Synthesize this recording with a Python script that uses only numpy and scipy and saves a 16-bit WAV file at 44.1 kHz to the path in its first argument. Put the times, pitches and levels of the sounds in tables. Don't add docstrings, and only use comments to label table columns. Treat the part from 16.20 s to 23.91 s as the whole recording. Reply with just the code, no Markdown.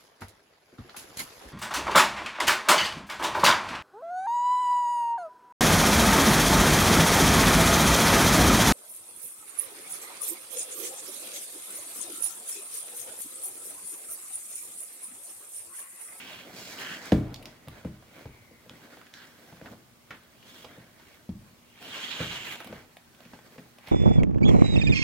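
import sys
import numpy as np
from scipy import signal
from scipy.fft import rfft, irfft, next_fast_len
from scipy.io import wavfile
from scipy.ndimage import uniform_filter1d, map_coordinates

SR = 44100
rng = np.random.default_rng(int(sys.argv[2]) if len(sys.argv) > 2 else 0)


def output_pcm(signal):
    pcm = np.clip(np.atleast_2d(signal).T, -1, 1) * 32767
    wavfile.write(sys.argv[1], SR, np.round(pcm).astype(np.int16))


N = 340114
HOP = 128


def amp(db):
    return 10 ** (np.asarray(db) / 20)


def unit(x):
    return x / np.sqrt(np.mean(np.abs(x) ** 2) + 1e-20)


def along(points, hz):
    point_hz, value = np.transpose(points)
    return np.interp(np.log(hz + 1), np.log(point_hz + 1), value)


def filtered(x, response):
    size = next_fast_len(x.shape[-1] + SR // 2)
    spectrum = rfft(x, size) * response(np.fft.rfftfreq(size, 1 / SR))
    return irfft(spectrum, size)[..., :x.shape[-1]]


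def band(x, hz, width):
    y = filtered(x, lambda f: (1j * f * width / (hz * hz - f * f + 1j * f * width)) ** 2)
    return y / np.abs(y).max()


def pair(excitation, alike):
    hz, t, (a, b) = signal.stft(excitation, SR, nperseg=4 * HOP, noverlap=3 * HOP)
    turn = np.arccos(np.clip(along(alike, hz), 0, 1))[:, None] / 2
    left = np.cos(turn) * a + np.sin(turn) * b
    right = np.cos(turn) * a - np.sin(turn) * b
    return hz[:, None], t, np.array([left, right])


def to_samples(spectra):
    return signal.istft(spectra, SR, nperseg=4 * HOP, noverlap=3 * HOP)[1][:, :N]


def patches(shape, db):
    across_hz = uniform_filter1d(rng.standard_normal(shape), size=3, axis=0)
    field = uniform_filter1d(across_hz, size=10, axis=1)
    return amp(db * unit(field))


def wobble(t, rate):
    return map_coordinates(rng.standard_normal(int(t[-1] * 60)), [t * rate])


def add(out, start_s, x):
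    part = out[:, round(start_s * SR):][:, :x.shape[1]]
    part += x[:, :part.shape[1]]


def sliding():
    # hz, left-right likeness (0 to 1)
    alike = [(60, 0.93), (400, 0.91), (1000, 0.56), (2000, 0.55), (4000, 0.43), (8000, 0.24), (15000, 0.13)]
    # hz, left over right in dB
    leans = [(60, 5), (150, 1), (380, 0), (950, 0), (2380, -3), (5980, -2), (15000, -4.5)]
    # hz, left's lead in radians
    leads = [(300, -0.1), (1700, -0.5), (2240, 1.64), (3000, 1.8), (3600, 0.87), (4390, 1), (5770, 2.5),
             (6900, 0.9), (10300, 2.5), (16000, 1)]
    # centre_hz, width_hz, lift_db
    steady_bands = [(1560, 200, 6.5), (2280, 200, 4), (2860, 130, 5), (3260, 250, 7), (4130, 200, 3)]
    # hz, density in dB
    scrape = [(470, -32), (800, -1.5), (1230, -1), (1330, -1), (1560, -1.5), (2060, 1), (3300, -3),
              (3680, -1.5), (4280, -6), (6000, -52), (7800, -49), (13200, -120)]
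    drag = [(29, -46), (50, -19.5), (210, 6.5), (236, 6), (399, -1), (603, 1.5), (886, -5.5), (1340, -9),
            (1500, -6), (1950, -95.5), (3300, -120)]
    rustle = [(2650, -22), (4500, -2.5), (4700, -5), (5610, -5.5), (6980, -8.5), (8050, -12), (10500, -23),
              (13600, -30), (22000, -120)]
    swish = [(5000, -48), (8500, -7), (10700, -6), (12800, -5), (13900, -4.5), (16000, -5.5)]

    slip_size = amp(4 * rng.standard_normal(N)) * (rng.random(N) < .2)
    slip_gain = unit(np.hypot(.9, unit(slip_size)))
    hz, t, z = pair(rng.standard_normal((2, N)) * slip_gain, alike)
    centre_hz, scrape_db, drag_db, rustle_db, swish_db = strokes(t)

    moving_resonance = np.sqrt(0.32 + 1.42 / (1 + ((hz - centre_hz) / 350) ** 2))
    lift_db = sum(db / (1 + (2 * (hz - c) / width) ** 2) for c, width, db in steady_bands)
    sole = amp(along(scrape, hz)) * moving_resonance * amp(lift_db)
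    sole /= np.sqrt(np.mean(sole ** 2, axis=0))
    power = (amp(scrape_db) * sole) ** 2
    for db, spectrum in ((drag_db, drag), (rustle_db, rustle), (swish_db, swish)):
        power += (amp(db) * unit(amp(along(spectrum, hz)))) ** 2

    strength = np.sqrt(power * patches(power.shape, db=3.5) + rasps(hz, t))
    half = amp(along(leans, hz) / 2) * np.exp(.5j * along(leads, hz))
    return to_samples(z * strength * np.array([half, 1 / half]))


def strokes(t):
    # full_strength_from_s, rise_s, hold_s, fall_s,
    # sole_resonance_hz, then scrape_db, drag_db, rustle_db, swish_db (before the uneven grip)
    stroke_rows = [(0, .05, .21, 0.069, 2700, -46, -53.5, -55.5, -57.5),
                   (.3, .15, .05, .15, 1640, -56, -50.5, -67, -60),
                   (0.383, 0.094, 0.12, 0.23, 2380, -48.5, -51.5, -47.5, -53.5),
                   (0.591, 0.095, 0.15, 0.15, 1750, -44.5, -47.5, -49, -54),
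                   (0.804, 0.082, 0.077, 0.11, 1900, -48.5, -50, -52, -59),
                   (0.928, 0.095, 0.15, 0.35, 2220, -58, -47, -86, -75),
                   (1.312, 0.13, 0.027, 0.095, 2010, -59.5, -57, -67, -86),
                   (1.55, .13, 0.016, .24, 1780, -55.5, -53, -65, -68),
                   (1.955, 0.13, 0.066, 0.23, 2000, -57.5, -54.5, -66, -67),
                   (2.515, 0.12, 0.27, 0.14, 1840, -58.5, -58, -66.5, -67),
                   (2.983, 0.22, 0.045, 0.43, 1650, -58, -61.5, -66, -66),
                   (3.292, 0.3, 0.072, .15, 1920, -60.5, -57.5, -65, -64),
                   (3.46, 0.093, .04, 0.1, 1620, -60, -50.5, -66, -67),
                   (3.94, 0.066, 0.014, 0.17, 1710, -57, -62, -76, -72),
                   (4.3, 0.11, .13, 0.071, 3300, -54, -58, -59.5, -60.5),
                   (4.5, 0.18, 0.036, 0.23, 1900, -56.5, -56, -69, -67),
                   (4.806, 0.077, 0.14, 0.12, 1870, -62, -65.5, -69, -69),
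                   (5.256, 0.1, 0.016, 0.059, 1700, -69, -68, -75, -80),
                   (5.62, 0.033, .07, 0.14, 2520, -60, -52, -62, -60),
                   (5.76, 0.15, 0.41, 0.19, 3080, -38, -50, -48.5, -55.5),
                   (5.999, 0.037, 0.028, .06, 2950, -36.5, -44, -54, -61),
                   (6.267, 0.078, 0.067, 0.14, 2750, -42, -51, -54.5, -53.5),
                   (6.531, 0.2, 0.039, 0.12, 1830, -53.5, -49, -62.5, -64),
                   (7.04, 0.23, 0.12, 0.23, 1670, -61.5, -63.5, -68, -71),
                   (7.308, 0.2, 0.13, 0.25, 1850, -66, -63, -71, -70),
                   (7.705, 0.097, .1, .1, 1890, -48.5, -56.5, -61, -62)]
    # sole_resonance_hz, scrape_db, drag_db, rustle_db, swish_db
    resting = (2000, -72, -67.5, -74.5, -72)
    fade_db = 15
    grip_db, grip_rate = 1.34, 30
    tilt_share, tilt_rate = 0.069, 12

    rows = np.array(stroke_rows)
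    start, rise, hold, fall = rows[:, :4].T[:, :, None]
    before = np.maximum(start - t, 0) / rise
    after = np.maximum(t - start - hold, 0) / fall
    shape_db = -fade_db * (before + after)
    power = amp(2 * (rows[:, 5:].T[:, :, None] + shape_db))
    rest = amp(2 * np.array(resting[1:]))
    total = power.sum(axis=1) + rest[:, None]
    centre_hz = (rows[:, 4] @ power[0] + resting[0] * rest[0]) / total[0]
    levels_db = 10 * np.log10(total) + grip_db * wobble(t, grip_rate)
    return centre_hz * np.exp(tilt_share * wobble(t, tilt_rate)), *levels_db


def rasps(hz, t):
    # start_s, end_s, first_hz, last_hz, width_hz, level_db,
    # left over right in dB (ahead of the balance of all sliding)
    rasp_rows = [(0.596, 0.747, 1740, 1700, 490, -42.5, 1.5), (.75, 0.86, 1700, 1700, 500, -50.5, 1.5),
                 (5.8, 6.37, 6900, 7100, 1100, -56.5, -1), (0.58, 0.772, 2900, 2920, 620, -44.5, 1),
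                 (2.03, 2.404, 2330, 2080, 260, -64.5, 7), (2.943, 3.056, 1600, 1660, 400, -55, 0),
                 (2.94, 3.054, 5300, 2400, 2500, -56.5, 0), (3.46, 3.485, 2000, 1300, 190, -53, 0),
                 (5.903, 5.936, 3500, 3000, 1900, -40, -11), (3.91, 3.95, 1600, 1200, 3200, -52.5, -1)]
    power = 0
    for start, end, first_hz, last_hz, width, db, pan_db in rasp_rows:
        centre = np.interp(t, [start, end], [first_hz, last_hz])
        shape = 1 / (1 + (2 * (hz - centre) / width) ** 4)
        opening = np.clip((t - start) / 0.0046, 0, 1)
        closing = np.clip((end - t) / 0.019 + 1, 0, 1)
        sides = amp([[[pan_db]], [[-pan_db]]])
        power = power + sides * (amp(db) * opening * closing) ** 2 * shape / shape.mean(axis=0)
    return power


def knocks():
    # start_s, direct peak_db (mean of the ports), heel_hz,
    # then boom_db of the joists, hardness_db of the edge, weight_db of the deep floor
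    knock_rows = [(0.921, -6, 293, -6.5, -12, -25), (1.474, -34, 134.6, -11.5, -18, -22.5),
                  (1.648, -22, 199, -6.5, -12.5, -25), (2.054, -32, 115, -10.5, -9.5, -20.5),
                  (2.31, -46.5, 480, -1, -3, -19), (2.461, -45, 620, -9, -6, -28),
                  (2.505, -42, 163, -1, -6, -25), (3.322, -41.5, 151, -2, -11, -24),
                  (3.412, -36.5, 520, 2.5, -2, -15), (3.511, -38, 240, -9, -22, -44),
                  (3.904, -40, 160, 2, -4.5, -23), (4.443, -39.5, 628, -28, -10, -33),
                  (4.575, -39.5, 134, 3, -2, -16), (5.09, -25, 201, -10, -28, -23),
                  (6.001, -23.5, 147, -1, -4.5, -18), (6.46, -39, 228, -14, -21, -40),
                  (6.497, -36, 244, -6.5, -14, -33), (6.525, -36, 229, -9, -4, -20.5),
                  (7.003, -49.5, 605, -6, 3, -23), (7.054, -43.5, 240, -6, -12, -34),
                  (7.133, -36, 252, -11, -7, -37), (7.359, -46, 460, -15, -7, -28),
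                  (7.38, -38, 170, 0, -4, -38), (7.671, -40, 167, 9.5, -12, -5)]
    # hz, level_db, t60_s
    plank = [(504, 7.5, 0.041), (642, -5, 0.059), (835, -18, 0.046), (945, -14, 0.032), (1413, -11, 0.017),
             (417.7, -11, 0.36), (504, -14, 0.29), (608, -20, 0.57)]
    joist_modes = [(127, -5.5, 0.53), (172, -1.5, 0.3), (213.5, -5, 0.27), (263.6, -2, 0.17),
                   (321, -10, 0.4)]
    floor_modes = [(38.4, 3.9, 0.77), (69.5, 15.2, 0.3), (98.4, 8.4, 0.56)]

    out, t = np.zeros((2, N)), np.arange(int(.6 * SR)) / SR
    rise = 1 - np.exp(-t / 0.00031)
    for start, db, heel_hz, boom_db, hard_db, weight_db in knock_rows:
        heel = ring([(heel_hz, 0, .07)], t, loose=0)
        edge = amp(hard_db) * ring(plank, t, loose=0.0016)
        joists = amp(boom_db) * ring(joist_modes, t, loose=0.0018) * (1 - np.exp(-t / 0.00044))
        deep = amp(weight_db) * ring(floor_modes, t, loose=0.002) * (1 - np.exp(-t / 0.0084))
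        knock = rise * (heel + edge + joists + deep)
        gain = amp(db) / np.abs(knock).max()
        add(out, start + 0.00147, gain * knock * amp([[.3], [-.3]]))
        add(out, start, amp(-10.0) * room(gain * rise * (heel + edge)))
    return out


def ring(modes, t, loose):
    wander = loose * np.cumsum(rng.standard_normal((len(modes), len(t))), axis=1)
    spot_db = 1.5 * rng.standard_normal(len(modes))
    total = np.zeros(len(t))
    for k, (hz, db, t60) in enumerate(modes):
        decay = amp(db + spot_db[k] - 60 * t / t60)
        total -= (-1) ** k * decay * np.sin(2 * np.pi * hz * t + np.sqrt(hz) * wander[k])
    return total


def ticks():
    # start_s, peak_db of the centre band,
    # centre_hz, t60_s, left over right in dB, thump_db and fizz_db over the centre band
    tick_rows = [(.825, -37, 4000, .02, 0, -5, -21), (.857, -34, 5500, 0.01, -8, -15, -14),
                 (0.9197, -18, 1770, 0.034, -5.5, -5.5, -20), (1.143, -24.5, 4000, 0.012, -5.5, -16, -19),
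                 (1.1605, -34, 3430, 0.024, -10, -26, -26), (1.2265, -40, 2600, 0.048, 5, -12, -3),
                 (1.2562, -26.5, 3700, 0.019, -5, -31, -11), (1.476, -46, 1500, .02, -1.5, 6, -13),
                 (1.484, -32, 2770, 0.027, -3, -2.5, -2.5), (1.6476, -53, 1410, .033, -2, 18.5, -15),
                 (1.825, -59.5, 2000, 0.03, 1, 17.5, -9), (2.0562, -54.5, 2020, .026, -3, 17, -11),
                 (2.4955, -30.5, 2720, .015, -1.5, -7, -21), (2.771, -44.5, 1450, .043, -1, 5, -15),
                 (2.814, -39.5, 1310, 0.019, -2.5, -17, -28), (2.8673, -40.5, 2080, .026, -1, -15, -22),
                 (2.939, -32, 2800, 0.019, -1, -14, -32), (3.326, -50, 1200, 0.039, -1.5, 8, -18),
                 (3.414, -47, 1300, 0.033, -1.5, 6, -18), (3.459, -36, 1420, 0.083, -2, 0, -23),
                 (3.907, -31, 1500, 0.081, -2, -6, -20), (4.2278, -44.5, 2440, 0.049, 2, -18, -19),
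                 (4.4457, -35, 2800, .053, -5, -4, -17), (4.798, -48, 2090, .03, -2, 3, -13),
                 (5.0923, -48, 2780, .033, -17, -1, -12), (6.3567, -33, 2410, 0.055, -2, -4, -13),
                 (6.4027, -35, 1160, 0.067, -3, 0, -4), (6.4455, -38, 1970, 0.029, -1.5, -1, 0.5),
                 (6.473, -38, 2980, 0.031, -2.5, 0, -2), (6.527, -48, 1380, .03, 1.5, 16, -21),
                 (6.769, -34.5, 1940, 0.028, -1, -5, -11), (6.948, -48, 2470, .03, -3, -21, -7),
                 (7.005, -42.5, 3070, .03, -5, -0.5, -13), (7.052, -44.5, 2080, 0.054, 0, -16, -11),
                 (7.1342, -43, 1510, 0.04, 1, 6.5, -21), (7.19, -47.5, 1370, 0.024, 4, 4, -23),
                 (7.381, -39.5, 1520, 0.06, -1.5, -2, -27), (7.585, -43, 2190, 0.035, -2, 1.5, -6),
                 (7.642, -52.5, 1780, 0.026, -1.5, 10.5, -5), (7.6729, -35, 1820, 0.044, -3, -1, -12),
                 (7.685, -37, 2100, .034, -3, 1.5, -3)]
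    centre_width = 1
    out, t = np.zeros((2, N)), np.arange(SR // 4) / SR
    for start, db, hz, t60, pan_db, thump_db, fizz_db in tick_rows:
        noise = rng.standard_normal((3, len(t)))
        shared_noise = noise[0] + .5 * noise[1:]
        burst = shared_noise * (amp(-60 * t / t60) + 1.1 * amp(-60 * t / 0.0022))
        tick = band(burst, hz, centre_width * hz)
        tick += amp(thump_db) * band(burst, 720, 770)
        tick += amp(fizz_db) * band(burst, 9200, 9000)
        tick *= amp(db)
        add(out, start, tick * amp([[pan_db / 2], [-pan_db / 2]]))
        add(out, start, amp(-6.0) * room(tick[0]))
    return out


def room(x):
    # hz, t60_s
    decay = [(100, 1), (500, 0.16), (2000, 0.25), (10000, 0.24)]
    # hz, left-right likeness (0 to 1)
    tail_alike = [(100, 1), (500, 0.68), (1500, 0.67), (4000, 0)]
    hz, t, z = pair(rng.standard_normal((2, SR // 2)), tail_alike)
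    tail = to_samples(z * amp(-60 * t / along(decay, hz)))
    delayed = np.pad(x, (150, 0))[None]
    return signal.fftconvolve(delayed, tail / np.linalg.norm(tail[0]), axes=1)


def background():
    # hz, relative density in dB
    hiss_colour = [(15, -31), (25, -14), (108, 4.5), (190, -3), (236, -11), (285, -15.5), (384, 5),
                   (439, -13.5), (1230, -9), (1330, -14.5), (2000, -13.5), (14800, -23), (16000, -18)]
    # hz, left-right likeness (below 0 counts as 0)
    hiss_alike = [(60, 0.78), (240, 0.16), (950, -1.64), (3770, -1.5), (15000, -0.44)]
    # hz, rms level_db
    hum_tones = [(119, -76.5), (239, -68.5)]
    hiss_db = -59
    hz, t, z = pair(rng.standard_normal((2, N)), hiss_alike)
    hiss = unit(to_samples(z * amp(along(hiss_colour, hz)) * patches(z.shape[1:], db=1.5)))
    drift = np.cumsum(rng.standard_normal((len(hum_tones), N)), axis=1) * 0.009
    hum = np.zeros(N)
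    for (tone_hz, db), phase in zip(hum_tones, drift):
        hum += np.sqrt(2) * amp(db) * np.sin(2 * np.pi * tone_hz * np.arange(N) / SR + phase)
    return amp(hiss_db) * hiss + hum


def scene():
    return knocks() + ticks() + sliding() + background()


def record(dry):
    bass_hz, top_hz = 45, 15880
    return filtered(dry, lambda hz: (1j * hz / (1j * hz + bass_hz)) ** 2 * (hz < top_hz))


dry = scene()
out = record(dry)
output_pcm(out)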